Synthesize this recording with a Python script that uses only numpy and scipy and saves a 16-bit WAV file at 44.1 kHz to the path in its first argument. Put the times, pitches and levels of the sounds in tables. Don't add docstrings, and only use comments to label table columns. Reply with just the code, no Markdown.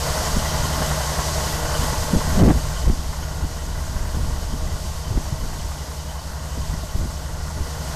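import sys
import numpy as np
from scipy import signal
from scipy.io import wavfile
from scipy.ndimage import uniform_filter1d

SR = 44100
rng = np.random.default_rng(int(sys.argv[2]) if len(sys.argv) > 2 else 0)


def store_pcm(level_fs):
    pcm = np.round(np.clip(level_fs, -1, 1) * 32767).astype(np.int16)
    wavfile.write(sys.argv[1], SR, np.atleast_2d(pcm).T)


N = 350595

TRUCK_FIRING_HZ, TRUCK_FIRST_S = 32.472, .0165
TRACTOR_FIRING_HZ, TRACTOR_FIRST_S = 75.975, .0021


def amp(db):
    return 10 ** (np.asarray(db) / 20)


def rms_one(x):
    return x / np.sqrt(np.mean(x ** 2) + 1e-20)


def in_time(rows):
    s, *columns = np.transpose(rows)
    return [np.interp(np.arange(N) / SR, s, c) for c in columns]


def drift(rate_hz):
    step = 40
    r = np.exp(-2 * np.pi * rate_hz * step / SR)
    white = rng.standard_normal(N // step + 2002)
    slow = signal.lfilter([1], [1, -2 * r, r * r], white)[2000:]
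    return np.interp(np.arange(N) / step, np.arange(len(slow)), rms_one(slow - slow.mean()))


def resonance(x, hz, width_hz):
    r = np.exp(-np.pi * width_hz / SR)
    zeros = np.array([1, 0, -1]) * (1 - r * r) / 2
    poles = [1, -2 * r * np.cos(2 * np.pi * hz / SR), r * r]
    return signal.lfilter(zeros, poles, x)


def band(x, low_hz, high_hz):
    return signal.sosfilt(signal.butter(2, [low_hz, high_hz], "band", fs=SR, output="sos"), x)


def evened(x, span_s):
    return x / np.sqrt(uniform_filter1d(x ** 2, int(span_s * SR)) + 1e-12)


def patchy_noise(spectrum, shared_db, own_db):
    hz, level_db = np.transpose(spectrum)
    edges = hz[0] * 2 ** np.arange(0, np.log2(hz[-1] / hz[0]) + 1 / 3, 1 / 3)
    white, together, out = rng.standard_normal((2, N)), drift(4.6), 0
    for k, (low, high) in enumerate(zip(edges, edges[1:])):
        centre_db = np.interp(np.log(low * high) / 2, np.log(hz), level_db)
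        gain = amp(centre_db + shared_db * together + own_db * drift(17.0))
        out = out + gain * band(white[k % 2], low, high)
    return rms_one(out)


def orders(hz, first_s, table, waver_db, wander_turns, sink_db=0):
    spared_below_hz = 135.
    turns = hz * (np.arange(N) / SR - first_s) + wander_turns * drift(0.98)
    out = 0
    for k, db in table:
        share = 1 / (1 + (spared_below_hz / (k * hz)) ** 2)
        level = amp(db + share * sink_db + waver_db * drift(1.55))
        out = out + level * np.cos(2 * np.pi * round(k) * turns)
    return np.sqrt(2) * out


def grain_stream():
    # (frequency [Hz], relative density [dB per Hz])
    spectrum = [(1700, -23), (2300, -8), (2700, -3.5), (3600, -4.5), (4500, 0.5), (6400, 0), (7800, -2.5),
                (8800, -10.5), (11000, -5), (16000, -19)]
    return amp(0.56) * patchy_noise(spectrum, shared_db=0.56, own_db=0.66)


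def knocks(knock_s, spread_db):
    cylinders_db = [-6, -3, 0, -7, -5, -1]
    at = np.arange(TRUCK_FIRST_S, N / SR - .01, 1 / TRUCK_FIRING_HZ)
    chance = np.minimum(rng.standard_normal(len(at)), 1.4)
    firing = np.zeros(N)
    firing[(at * SR).astype(int)] = amp(np.resize(cylinders_db, len(at)) + spread_db * chance)
    r = np.exp(-1 / (knock_s * SR))
    return rms_one(signal.lfilter([1], [1, -2 * r, r * r], firing))


def clatter(steady, roar_depth):
    # (frequency [Hz], noise bandwidth [Hz], relative level [dB], knock spread [dB])
    modes = [(427, 108, -6, 5.5), (637, 85, -0.5, -4), (922, 122, -3, -2), (1085, 95, -2, 5),
             (1450, 157, -6.5, 5), (1962, 170, -8.5, 3.5), (3040, 216, -10, 9.5)]
    # (frequency [Hz], relative density [dB per Hz])
    roar_spectrum = [(50, -19), (90, -10.5), (160, -4), (230, -18.5), (340, -21), (600, -11.5), (1100, -16),
                     (1300, -17.5), (2000, -21), (2300, -34.5), (3200, -55)]
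    white, block = rng.standard_normal(N), 0
    for k, (hz, width_hz, db, spread_db) in enumerate(modes):
        shaking = white * (steady + knocks(knock_s=0.0096, spread_db=spread_db))
        pole_width_hz = 1.27 * width_hz
        once = resonance(shaking, hz, pole_width_hz)
        ringing = resonance(once, hz, pole_width_hz)
        block = block + (-1) ** k * amp(db) * ringing
    pulsing = 0.5 + roar_depth * knocks(knock_s=0.0031, spread_db=8.5)
    roar = patchy_noise(roar_spectrum, shared_db=1.0, own_db=0.7) * pulsing
    return amp(-2.0) * rms_one(block) + amp(1.0) * rms_one(roar)


def whines():
    gear_hz = 157.9
    # (multiple of the mesh rate, relative rms level [dB])
    gear_orders = [(2, -18.5), (3, -15), (4, -13.5), (6, -21), (9, -19.5), (10, -23.5)]
    # (frequency [Hz], relative rms level [dB], width [Hz])
    noisy_tones = [(599.6, -14, 6), (722, -15.5, 16), (861.4, -10.5, 11), (1071, -15, 9.7),
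                   (1172, -17.5, 4), (6550, -15.5, 32)]
    gears = orders(gear_hz, 0, gear_orders, waver_db=4., wander_turns=.22)
    white = rng.standard_normal(N)
    return gears + sum(amp(db) * rms_one(resonance(white, hz, width)) for hz, db, width in noisy_tones)


def exhausts(sink_db):
    # (multiple of the firing rate, rms level before the sink [dB])
    truck_orders = [(1, -46), (2, -31.5), (3, -45), (4, -48), (5, -46)]
    tractor_orders = [(1, -31.5), (2, -33.5), (3, -55)]
    truck = orders(TRUCK_FIRING_HZ, TRUCK_FIRST_S, truck_orders, .9, .008, sink_db)
    tractor = orders(TRACTOR_FIRING_HZ, TRACTOR_FIRST_S, tractor_orders, .9, .012, sink_db)
    return truck + tractor


def gusts():
    # (time [s], mean rumble level [dB], mean flutter level [dB])
    breeze = [(0.0, -33, -46), (0.66, -26.5, -44), (1.0, -37, -46), (1.7, -29, -45), (2.08, -27, -46),
              (2.26, -23.5, -42), (3.41, -32, -45), (4.27, -25.5, -44.5), (5.0, -29.5, -44),
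              (5.14, -28.5, -47), (5.6, -27, -45.5), (5.78, -41, -45), (6.31, -39, -48.5), (6.64, -30, -49),
              (7.04, -35, -48), (7.42, -27.5, -51), (7.59, -35, -45), (7.95, -36, -45)]
    # (start [s], hold [s], added rumble [dB], added flutter [dB])
    gust_rows = [(0.326, 0.025, -22, -43), (0.756, 0.038, -38, -34.5), (1.765, 0.048, -33, -29.5),
                 (2.102, 0.046, -23, -20.5), (2.245, 0.098, -24.5, -31.5), (2.36, 0.12, -17.5, -13.5),
                 (2.518, 0.022, -19.5, -32), (2.839, 0.066, -18.5, -33.5), (3.402, 0.017, -21, -43),
                 (3.915, 0.088, -29, -49), (4.125, 0.048, -27, -40), (4.474, 0.033, -25.5, -36),
                 (5.078, 0.09, -27, -48), (6.543, 0.027, -28, -35.5), (6.937, 0.096, -22.5, -42),
                 (7.558, 0.038, -29, -47)]
    rise_s, fall_s, lumps_db = 0.031, .03, 2.5
    breeze_db, breeze_flutter_db = in_time(breeze)
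    rumble = amp(breeze_db + lumps_db * drift(8.5))
    flutter = amp(breeze_flutter_db + lumps_db * drift(8.9))
    for start_s, hold_s, rumble_db, flutter_db in gust_rows:
        corners = start_s + np.cumsum([0, rise_s, abs(hold_s), fall_s])
        swell = np.interp(np.arange(N) / SR, corners, [0, 1, 1, 0]) ** 2
        rumble = rumble + amp(rumble_db) * swell
        flutter = flutter + amp(flutter_db) * swell
    return rumble, flutter


def thumps(eddies):
    # (time [s], swing level [dB], pitch [Hz], rasp level [dB])
    thump_rows = [(0.362, -23, 75.4, -18), (0.65, -20, 75.4, -27), (0.759, -23, 59.2, -31),
                  (1.186, -18.5, 51.6, -28.5), (1.793, -13, 85.6, -34), (1.923, -16, 70.5, -21),
                  (2.135, -8, 213, -17), (2.16, -6, 62, -25), (2.414, -4, 143, -14.5),
                  (2.452, -9, 231, -19), (2.497, -18, 227, -11), (2.837, -13, 54.6, -32),
                  (2.87, -6, 54, -16.5), (2.893, -8, 59.2, -15.5), (3.439, -30, 59.2, -26.5),
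                  (4.001, -19, 59.2, -44), (4.167, -15.5, 51.4, -31), (4.524, -19, 51, -30),
                  (5.17, -8, 51.1, -17.5), (5.325, -11, 107, -29), (5.434, -17, 111, -41),
                  (6.695, -13, 61.9, -38), (6.737, -20, 146, -34), (6.828, -27, 67.3, -28),
                  (6.951, -13.5, 61.9, -25.5), (7.006, -22, 67.3, -34), (7.048, -31, 75.4, -26)]
    cycles, lopsided_turns, rasp_s, rasp_lead_s = 1.66, 0.044, 0.023, 0.0036
    white, out = rng.standard_normal((2, N)), eddies.copy()
    rasp = evened(band(white[0], 88.0, 258.0), span_s=0.0104)
    crackle = rms_one(band(white[1], 380.0, 1500.0))
    edge = np.hanning(int(rasp_s * SR))
    for (s, db, hz, rasp_db), chance in zip(thump_rows, rng.standard_normal(len(thump_rows))):
        size = int(cycles / hz * SR)
        turns = hz * (np.arange(size) - size / 2) / SR + lopsided_turns * chance
        swing = -np.cos(2 * np.pi * turns)
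        start = int(s * SR) - size // 3
        at = slice(start, start + size)
        out[at] += np.hanning(size) * (amp(db) * swing - 0.36 * out[at])
        start = int((s - rasp_lead_s) * SR)
        at = slice(start, start + len(edge))
        out[at] += edge * amp(rasp_db) * (rasp[at] + 0.65 * amp(rasp_db) * crackle[at])
    return out


def wind():
    rumble_level, flutter_level = gusts()
    white = rng.standard_normal((2, N))
    rumble = rumble_level * evened(band(white[0], 6.7, 68.7), span_s=0.071)
    flicker = amp(3.0 * drift(27.0))
    flutter = flutter_level * flicker * evened(band(white[1], 75.0, 260.0), span_s=0.034)
    roar = amp(-0.5) * flutter_level ** 1.78 * rms_one(band(white[0], 240.0, 680.0))
    return thumps(rumble + flutter + roar)


def scene():
    # (time [s], level [dB])
    machine_curve = [(0.0, -30), (1.88, -31), (2.39, -32.5), (2.44, -35), (2.83, -37), (2.97, -39.5),
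                     (5.91, -40.5), (6.15, -41.5), (7.0, -40.5), (7.26, -42), (7.95, -37.5)]
    machines_db, = in_time(machine_curve)
    machines = amp(machines_db) * (grain_stream() + clatter(steady=0.62, roar_depth=0.11) + whines())
    engines = exhausts(machines_db - machines_db[0])
    return np.tile(machines + engines + wind(), (2, 1))


def record(dry):
    top, cutoff_hz = 0.52, 13950
    clipped = dry / (1 + np.abs(dry / top) ** 4) ** .25
    return signal.sosfilt(signal.ellip(14, .3, 70, cutoff_hz, fs=SR, output="sos"), clipped)


dry = scene()
out = record(dry)
store_pcm(out)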